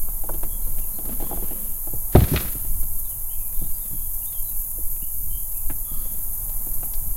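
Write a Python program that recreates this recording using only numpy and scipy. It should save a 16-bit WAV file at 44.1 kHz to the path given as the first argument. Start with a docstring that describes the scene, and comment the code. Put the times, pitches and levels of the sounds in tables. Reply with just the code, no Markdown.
"""Rope and gear on a small boat

A man handles a rope at a wooded bank: gear knocks as struck modes and noise bursts, and the rope drags
as gritty noise. Soft steps ring the deck; a heavy load booms in the hull, slaps, chatters and clatters.
A dense insect hiss of fluttering noise runs throughout, with nearer chirps, whistled and hoarse far
birds, and a swelling low rumble with a faint drone."""
import sys
import numpy as np
from scipy import signal
from scipy.fft import rfft, irfft, next_fast_len
from scipy.io import wavfile
from scipy.ndimage import map_coordinates

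SR = 44100
rng = np.random.default_rng(int(sys.argv[2]) if len(sys.argv) > 2 else 0)


def wav_out(sig):
    """Save sig, one row per channel (or a flat mono array), as 16-bit PCM at SR to the path in sys.argv[1]."""
    wavfile.write(sys.argv[1], SR, np.round(np.clip(np.atleast_2d(sig).T, -1, 1) * 32767).astype(np.int16))


N = 315756


def amp(db):
    """Decibels to gain."""
    return 10 ** (np.asarray(db) / 20)


def unit(x):
    """Scale to rms 1."""
    return x / np.sqrt(np.mean(x ** 2) + 1e-20)


def crest(x):
    """Scale to peak 1."""
    return x / np.abs(x).max()


def along(points, hz):
    """Read (f/Hz, value) points off a log frequency axis."""
    f, value = np.transpose(points)
    return np.interp(np.log(hz + 1), np.log(f + 1), value)


def curves(rows):
    """One value per sample for each column after the time."""
    s, *columns = np.transpose(rows)
    t = np.arange(N) / SR
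    return [np.interp(t, s, column) for column in columns]


def wobble(rate):
    """A smooth random curve with rate knots a second."""
    knots = rng.standard_normal(int(N * rate / SR) + 4)
    return map_coordinates(knots, [np.arange(N) * rate / SR])


def filtered(x, response):
    """Shape x by a response of frequency."""
    size = x.shape[-1]
    padded = next_fast_len(size + 8192)  # room for the filter to ring out past the end
    spectrum = rfft(x, padded) * response(np.fft.rfftfreq(padded, 1 / SR))
    return irfft(spectrum, padded)[..., :size]


def noise(spectrum, size=N, grain_db=0):
    """Coloured noise of rms 1; uneven excitation makes it gritty."""
    grain = amp(grain_db * rng.standard_normal(size))
    drive = rng.standard_normal(size) * grain
    return unit(filtered(drive, lambda hz: amp(along(spectrum, hz))))


def burst(spectrum, t60, grain_db=0):
    """A dying puff of noise, peak 1; t60 in s."""
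    t = np.arange(SR // 2) / SR
    return crest(noise(spectrum, size=len(t), grain_db=grain_db) * amp(-60 * t / t60))


def soften(x, contact):
    """A yielding contact rounds off the onset (contact time in s); peak 1."""
    t = np.arange(len(x)) / SR
    return crest(x * (1 - np.exp(-t / contact)))


def ring(modes, scatter_db, damping, top_hz):
    """Struck modes, peak 1: each blow scatters their strengths, and a soft one spares those above top_hz."""
    t = np.arange(SR // 2) / SR
    hz, db, t60 = np.transpose(modes)[:, :, None]
    strength = amp(db + scatter_db * rng.standard_normal(hz.shape)) / (1 + (hz / top_hz) ** 2)
    phase = 1.3 * rng.standard_normal(hz.shape)
    decay = amp(-60 * damping * t / t60)
    swing = np.sum(strength * np.sin(2 * np.pi * hz * t + phase) * decay, axis=0)
    return -soften(swing, contact=0.0016)


def add(track, s, sound):
    """Mix a sound in at a time in s."""
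    part = track[max(round(s * SR), 0):][:len(sound)]
    part += sound[:len(part)]


# drift of the insect chorus, before a small lift: [t/s, level/dB]
CHORUS = [(0.05, -31), (0.6, -31), (2.64, -29.5), (3.17, -31), (4.56, -29.5), (5.88, -30.5), (6.69, -29.5),
          (7.1, -30)]
# colour of the insect hiss: [f/Hz, relative level/dB]
INSECTS = [(4500, -41), (5700, -31.5), (6450, -17.5), (6750, -19), (6980, -13.5), (7200, -20), (8200, -15),
           (10000, -7), (11200, -2), (12400, 0.5), (13500, -2), (14600, -7), (15700, -10)]
# a nearer insect chirps in bouts: [start t/s, number of chirps, level/dB]
BOUTS = [(2.29, 3, -30), (2.785, 1, -28.5), (2.976, 2, -28), (4.125, 2, -28), (4.477, 3, -31),
         (4.895, 1, -31), (5.555, 1, -27), (6.108, 4, -30.5), (6.725, 2, -29)]
CHIRP_GAP_S, CHIRP_S = 0.1066, 0.043  # from one onset to the next, and length of a chirp


def insects():
    """Coloured noise hisses with a fast flutter; evenly spaced swells of noise make the nearer chirps."""
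    chorus_db, = curves(CHORUS)
    flutter_hz = 42 + 0.33 * wobble(6.15)
    flutter = np.sin(2 * np.pi * np.cumsum(flutter_hz) / SR)
    level = amp(chorus_db + 0.43 + 0.85 * flutter + 0.17 * wobble(23))
    chirps = np.zeros(N)
    for s, count, db in BOUTS:
        for k in range(round(count)):
            add(chirps, s + k * CHIRP_GAP_S, amp(db) * np.hanning(int(CHIRP_S * SR)))
    mid = level * noise(INSECTS, grain_db=3.0) + chirps * noise(INSECTS)
    side = amp(-45) * level * noise(INSECTS)
    return np.array([mid + side, mid - side])


# drift of the far rush, before a fixed lift: [t/s, level/dB]
FAR_AIR = [(2.95, -58.5), (3.55, -58.5), (5.16, -61), (6.61, -56.5), (7.1, -58)]
# colour of the far rush: [f/Hz, relative level/dB]
AIR = [(100, 12), (250, 1), (470, -1.5), (750, 4), (1050, 1.5), (1500, -9), (2100, -13.5), (3200, -16.5),
       (4500, -15.5), (8000, -5.5)]
# colour of the low rumble: [f/Hz, relative level/dB]
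RUMBLE = [(3, 4), (8, 5), (14, 5.5), (22, 0.5), (36, -8.5), (48, -15.5), (70, -18.5), (110, -25),
          (170, -34), (260, -40), (600, -67.5)]
# swells of rumble and drone: [middle t/s, half width t/s, rise in level/dB]
SWELLS = [(0.4, 0.52, 4.5), (1.4, 0.13, 5), (2.72, 0.22, 9.5), (3.62, 0.12, 5), (5.27, 0.11, 5.5),
          (6.9, 0.66, 4.5)]
RUMBLE_DB, DRONE_DB, DRONE_HZ = -27, -42, 35  # levels before the swells and wobble; centre of the drone


def air():
    """Low noise swells lumpily with a wavering sine drone, under the noise rush of the open country."""
    t = np.arange(N) / SR
    air_db, = curves(FAR_AIR)
    swell_db = sum(db * np.exp(-((t - s) / width) ** 2) for s, width, db in SWELLS)
    rumble = amp(RUMBLE_DB + swell_db + 2.07 * wobble(10)) * noise(RUMBLE)
    drone_level = amp(DRONE_DB + swell_db + 1.7 * wobble(2.67))
    drone = drone_level * np.sin(2 * np.pi * np.cumsum(DRONE_HZ + wobble(1.58)) / SR)
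    far = amp(air_db + 10.0 + 0.53 * wobble(4.04))
    mid = rumble + drone + far * noise(AIR)
    side = amp(-26.5) * far * noise(AIR)
    return np.array([mid + side, mid - side])


# modes of the deck panels, before scatter and damping: [f/Hz, relative level/dB, t60 t/s]
PANEL = [(268, -10.5, 0.2), (316, 8, 0.05), (356, 0.5, 0.096), (380, -3, 0.028), (456, -3, 0.07),
         (508, 0, 0.056), (636, 1.5, 0.062), (698, -4.5, 0.068), (713, -18, 0.099), (818, 5, 0.028),
         (1230, -46, 0.038), (1430, -33, 0.048)]


def strike_panels(scatter_db, damping, top_hz=4000):
    """A contact rings the short modes of the deck panels, peak 1."""
    return ring(PANEL, scatter_db, damping, top_hz)


# pulls of rope and gear over the boat: [start t/s, length t/s, hollow body level/dB, rasp level/dB]
PULLS = [(0.0, 0.92, -52.5, -67.5), (1.006, 0.58, -43, -56.5), (2.099, 0.29, -38, -39.5),
         (3.483, 0.49, -61.5, -62.5), (5.847, 0.34, -53.5, -62), (6.55, 0.3, -55, -83)]
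PULL_ATTACK_S = 0.054
BODY_FALL_DB_PER_S, RASP_FALL_DB_PER_S = 83, 73  # after the pull ends


def pulls():
    """Gains of drumming and rasp: each pull sets in, holds and dies away."""
    t = np.arange(N) / SR
    body, rasp = np.zeros((2, N))
    for s, length, body_db, rasp_db in PULLS:
        onset = np.clip((t - s) / PULL_ATTACK_S, 0, 1) ** 2
        after = np.maximum(t - s - length, 0)
        body += onset * amp(body_db - BODY_FALL_DB_PER_S * after)
        rasp += onset * amp(rasp_db - RASP_FALL_DB_PER_S * after)
    return body, rasp


# colour of the drumming on the hollow boat: [f/Hz, relative level/dB]
BODY = [(90, -31), (200, 12), (300, -3), (400, -11), (510, 1.5), (730, -22), (1000, -10), (1600, -21),
        (3000, -39)]
# colour of the rope's rasp: [f/Hz, relative level/dB]
ROPE = [(500, -21), (1300, 0), (2000, -0.5), (2700, -3), (3500, -3), (4200, -4), (5500, -6.5), (8000, -8),
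        (15000, -43)]
# small knocks during a pull: mean rate, then level and random spread relative to its drumming
JOSTLES_PER_S, JOSTLE_DB, JOSTLE_SPREAD_DB = 14, 8, 4


def drag():
    """Rope and gear catch and slip: gritty noise rasps and drums, and random hits jostle the panels."""
    body_gain, rasp_gain = pulls()
    slips = wobble(70)  # one unevenness moves both noises
    body = body_gain * unit(amp(4.2 * slips) * noise(BODY, grain_db=6.0))
    rasp = rasp_gain * unit(amp(2.9 * slips) * noise(ROPE, grain_db=6))
    hit_db = JOSTLE_DB + JOSTLE_SPREAD_DB * rng.standard_normal(N)
    hits = (rng.random(N) < JOSTLES_PER_S / SR) * amp(hit_db)
    jostles = signal.fftconvolve(hits * body_gain, strike_panels(scatter_db=1, damping=1.6))[:N]
    return body + rasp + jostles


# how long the trees hold each pitch: [f/Hz, t60 t/s]
WOODS = [(100, 0.057), (1000, 0.86), (3500, 0.35), (10000, 0.097)]


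def woods(x):
    """The trees scatter back a diffuse tail: noise that dies at its own pace in each band."""
    hz, t, z = signal.stft(rng.standard_normal(SR), SR, nperseg=256)
    decay = amp(-60 * t / along(WOODS, hz)[:, None])
    tail = signal.istft(z * decay, SR, nperseg=256)[1]
    return signal.fftconvolve(x, tail / np.linalg.norm(tail))[:N]


# modes of the whole hull, before scatter and damping: [f/Hz, relative level/dB, t60 t/s]
HULL = [(47, -22, 0.96), (64.2, 2, 0.13), (73.8, -3.5, 0.13), (108, -3.5, 0.13), (127.3, -6, 0.15),
        (161, 0, 0.088), (191.6, -4.5, 0.076), (240, -4.5, 0.054), (295, -6.5, 0.075)]


def strike_hull(scatter_db, damping, lowest=0):
    """A blow booms in the hull's modes from index lowest upwards, peak 1."""
    return ring(HULL[lowest:], scatter_db, damping, top_hz=4000)


def tick(centre_hz, t60):
    """A short click of hard parts in one broad band."""
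    band = [(centre_hz / 5, -20), (centre_hz, 0), (centre_hz * 2, -10), (centre_hz * 4, -36)]
    return burst(band, t60)


# gear knocking on the deck: [t/s, panel level/dB, hard clack level/dB, tick level/dB, tick f/Hz]
KNOCKS = [(0.085, -44, -34, -57, 2500), (0.237, -30, -34, -56, 2500), (0.291, -23.5, -21, -51, 1600),
          (0.341, -30.5, -37, -44, 3200), (0.432, -29, -27.5, -39, 2020), (0.783, -42, -41, -37, 2500),
          (0.986, -32, -38, -44, 3000), (1.052, -36, -39, -61, 1800), (1.09, -29, -49, -42.5, 2400),
          (1.201, -29.5, -36, -42, 2600), (1.224, -28, -35, -43, 3200), (1.312, -24.5, -26, -51, 2000),
          (1.328, -28, -29.5, -51, 2500), (1.373, -33, -28, -50, 2800), (1.508, -31, -41, -41, 2000),
          (1.871, -34, -35, -53, 2500), (2.648, -38.5, -38, -48, 1980), (2.829, -46, -39, -44.5, 3370),
          (4.325, -50, -56, -44, 3500), (4.964, -53, -56, -46, 2400), (5.52, -60, -55, -46, 4200),
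          (5.699, -35, -32.5, -31.5, 1650), (6.493, -55, -41, -42.5, 4000), (6.668, -36.5, -43, -56, 1600),
          (6.83, -35.5, -31.5, -41, 2140), (6.935, -53, -46, -34, 4800)]
# colour of the hard clack: [f/Hz, relative level/dB]
KNOCK = [(200, -38), (340, 10.5), (420, -1.5), (510, -5), (760, 10.5), (1050, -2.5), (1450, -5),
         (2000, -37), (4000, -67)]
THUD_DB = -7  # the hull under a knock, relative to the panels


def knocks():
    """Each contact clacks, rings the panels, nudges the hull and ticks at the surface."""
    out = np.zeros(N)
    for s, panel_db, clack_db, tick_db, tick_hz in KNOCKS:
        panel = strike_panels(scatter_db=1.5, damping=0.81)
        thud = amp(THUD_DB) * strike_hull(scatter_db=2.0, damping=0.75, lowest=3)
        clack = amp(clack_db) * burst(KNOCK, t60=0.04)
        click = amp(tick_db) * tick(tick_hz, t60=0.076)
        add(out, s, amp(panel_db) * (panel + thud) + clack + click)
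    return out


# whistled notes, before arch, quaver and distance: [t/s, length t/s, start f/Hz, end f/Hz, level/dB]
NOTES = [(0.47, 0.1, 3210, 3280, -56), (0.607, 0.063, 4080, 3900, -58), (0.805, 0.057, 2940, 2410, -57.5),
         (0.922, 0.06, 3950, 4350, -55), (1.21, .04, 4330, 4080, -54), (1.897, 0.055, 2590, 2670, -63),
         (3.036, 0.043, 4100, 3280, -55), (3.099, 0.034, 3150, 2650, -57), (3.289, 0.047, 2660, 3370, -52),
         (3.29, 0.26, 2585, 2360, -62), (3.73, 0.044, 4840, 4750, -55), (3.789, 0.1, 3750, 3320, -60),
         (4.214, 0.026, 2520, 3190, -55.5), (4.253, 0.054, 3330, 3850, -52),
         (4.32, 0.07, 3510, 2980, -52.5), (4.432, 0.085, 4100, 3750, -55), (4.506, 0.026, 2620, 2670, -57),
         (5.007, 0.044, 2550, 3050, -52), (5.29, 0.1, 3110, 3016, -52), (5.541, 0.043, 2350, 2800, -54.5),
         (5.84, 0.041, 3280, 3400, -57)]
NOTE_ARCH, NOTE_QUAVER = 0.0196, 0.018  # shares of the pitch: bulge in mid-note, random waver


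def birds():
    """Far whistled notes, each a slightly arched, quavering sine glide, smeared by the trees."""
    out = np.zeros(N)
    quaver = 1 + NOTE_QUAVER * wobble(160)
    for s, length, start_hz, end_hz, db in NOTES:
        u = np.linspace(0, 1, int(length * SR))
        arch = np.sin(np.pi * u)
        glide = start_hz + (end_hz - start_hz) * u
        pitch = glide * (1 + NOTE_ARCH * arch) * quaver[int(s * SR):][:len(u)]
        add(out, s, amp(db) * arch * np.sin(2 * np.pi * np.cumsum(pitch) / SR))
    return amp(-2) * out + amp(-5) * woods(out)


# hoarse far calls: [t/s, length t/s, centre f/Hz, width f/Hz, level/dB]
CALLS = [(1.2, 0.26, 3300, 500, -58.5), (1.38, 0.5, 2900, 1100, -62), (3.403, 0.28, 1050, 150, -62.5),
         (3.533, 0.26, 3680, 700, -62.5), (3.855, 0.46, 3300, 220, -67), (5.85, 0.39, 3350, 420, -59),
         (5.851, 0.27, 1215, 143, -56.5), (5.918, 0.22, 4500, 1100, -61)]


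def calls():
    """Hoarse bird calls from deep in the trees: narrow noise that swells fast and fades slowly."""
    out = np.zeros(N)
    for s, length, hz, width_hz, db in CALLS:
        u = np.linspace(0, 1, int(length * SR))
        hiss = rng.standard_normal(len(u))
        voice = filtered(hiss, lambda f: 1 / (1 + (2 * (f - hz) / width_hz) ** 4))
        add(out, s, amp(db) * np.sin(np.pi * np.sqrt(u)) * unit(voice))
    return out


# soft soles on the deck: [t/s, hull level/dB before a small lift, panel level/dB]
STEPS = [(1.933, -29.5, -27.5), (3.614, -29.5, -32), (3.645, -34, -45), (3.903, -35, -46),
         (3.927, -31.5, -42), (4.779, -35.5, -36.5), (5.021, -34, -46.5), (5.7, -32, -30),
         (5.913, -33, -41)]


def steps():
    """Soles settle on the deck: a slow contact leaves a dull, rounded thud of hull and panels."""
    out = np.zeros(N)
    for s, hull_db, panel_db in STEPS:
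        hull = soften(strike_hull(scatter_db=4.0, damping=0.92), contact=0.013)
        panel = soften(strike_panels(scatter_db=4.5, damping=1.0, top_hz=453), contact=0.003)
        add(out, s, hull * amp(hull_db + 1.5) + panel * amp(panel_db))
    return out


# the load lands, rocks and settles: [t/s, hull level/dB, panel level/dB, slap level/dB]
LANDINGS = [(2.151, 1, -6.5, -3), (2.18, -9.5, -27, -31), (2.219, -10, -44, -32), (2.316, -12.5, -37, -44),
            (2.337, -13, -12.5, -41), (2.362, -16.5, -38, -26), (2.45, -23.5, -43, -43),
            (2.55, -28, -38, -37)]
# colour of the slap: [f/Hz, relative level/dB]
SLAP = [(150, -6.5), (300, 2), (550, 8.5), (850, -1.5), (1050, -11), (1280, -3.5), (1800, -23), (4000, -87)]
# its hard parts clatter: [t/s, peak level/dB]
CLATTERS = [(2.157, -17.5), (2.205, -22.5), (2.24, -22), (2.361, -13), (2.374, -17), (2.481, -33)]
# colour of the clatter: [f/Hz, relative level/dB]
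CLATTER = [(400, -38), (1200, 3.5), (2300, 3.5), (2900, -1), (3700, 4), (5000, -9), (6500, -16),
           (15000, -33)]
CHATTER_S, CHATTER_LOSS_DB = 0.006, 4.5  # time between the contacts of a landing, loss per contact


def drop():
    """The heavy load booms in the hull, slaps and chatters on the deck, and its hard parts clatter."""
    out = np.zeros(N)
    for s, hull_db, panel_db, slap_db in LANDINGS:
        add(out, s, amp(hull_db) * strike_hull(scatter_db=2.0, damping=1.0))
        for k in range(3):
            # a broad blow favours the low modes
            panel = amp(panel_db) * strike_panels(scatter_db=1.5, damping=1.74, top_hz=460)
            slap = amp(slap_db) * soften(burst(SLAP, t60=0.026), contact=0.00047)
            add(out, s + k * CHATTER_S, amp(-k * CHATTER_LOSS_DB) * (panel + slap))
    for s, db in CLATTERS:
        add(out, s, amp(db) * burst(CLATTER, t60=0.044, grain_db=6.5))
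    return out


def scene():
    """The boat lies straight ahead; only its echo from the bank differs a little between the ears."""
    boat = drag() + knocks() + steps() + drop()
    echo = amp(-19.0) * woods(boat)
    spread = amp(-38.5) * woods(boat) * np.array([[1], [-1]])
    return insects() + air() + boat + echo + spread + birds() + calls()


def record(dry):
    """Round off the highest peaks, then keep nothing from the band limit upwards."""
    held = dry / (1 + np.abs(dry / 0.97) ** 6) ** (1 / 6)
    return filtered(held, lambda hz: hz < 15900)


dry = scene()
out = record(dry)
wav_out(out)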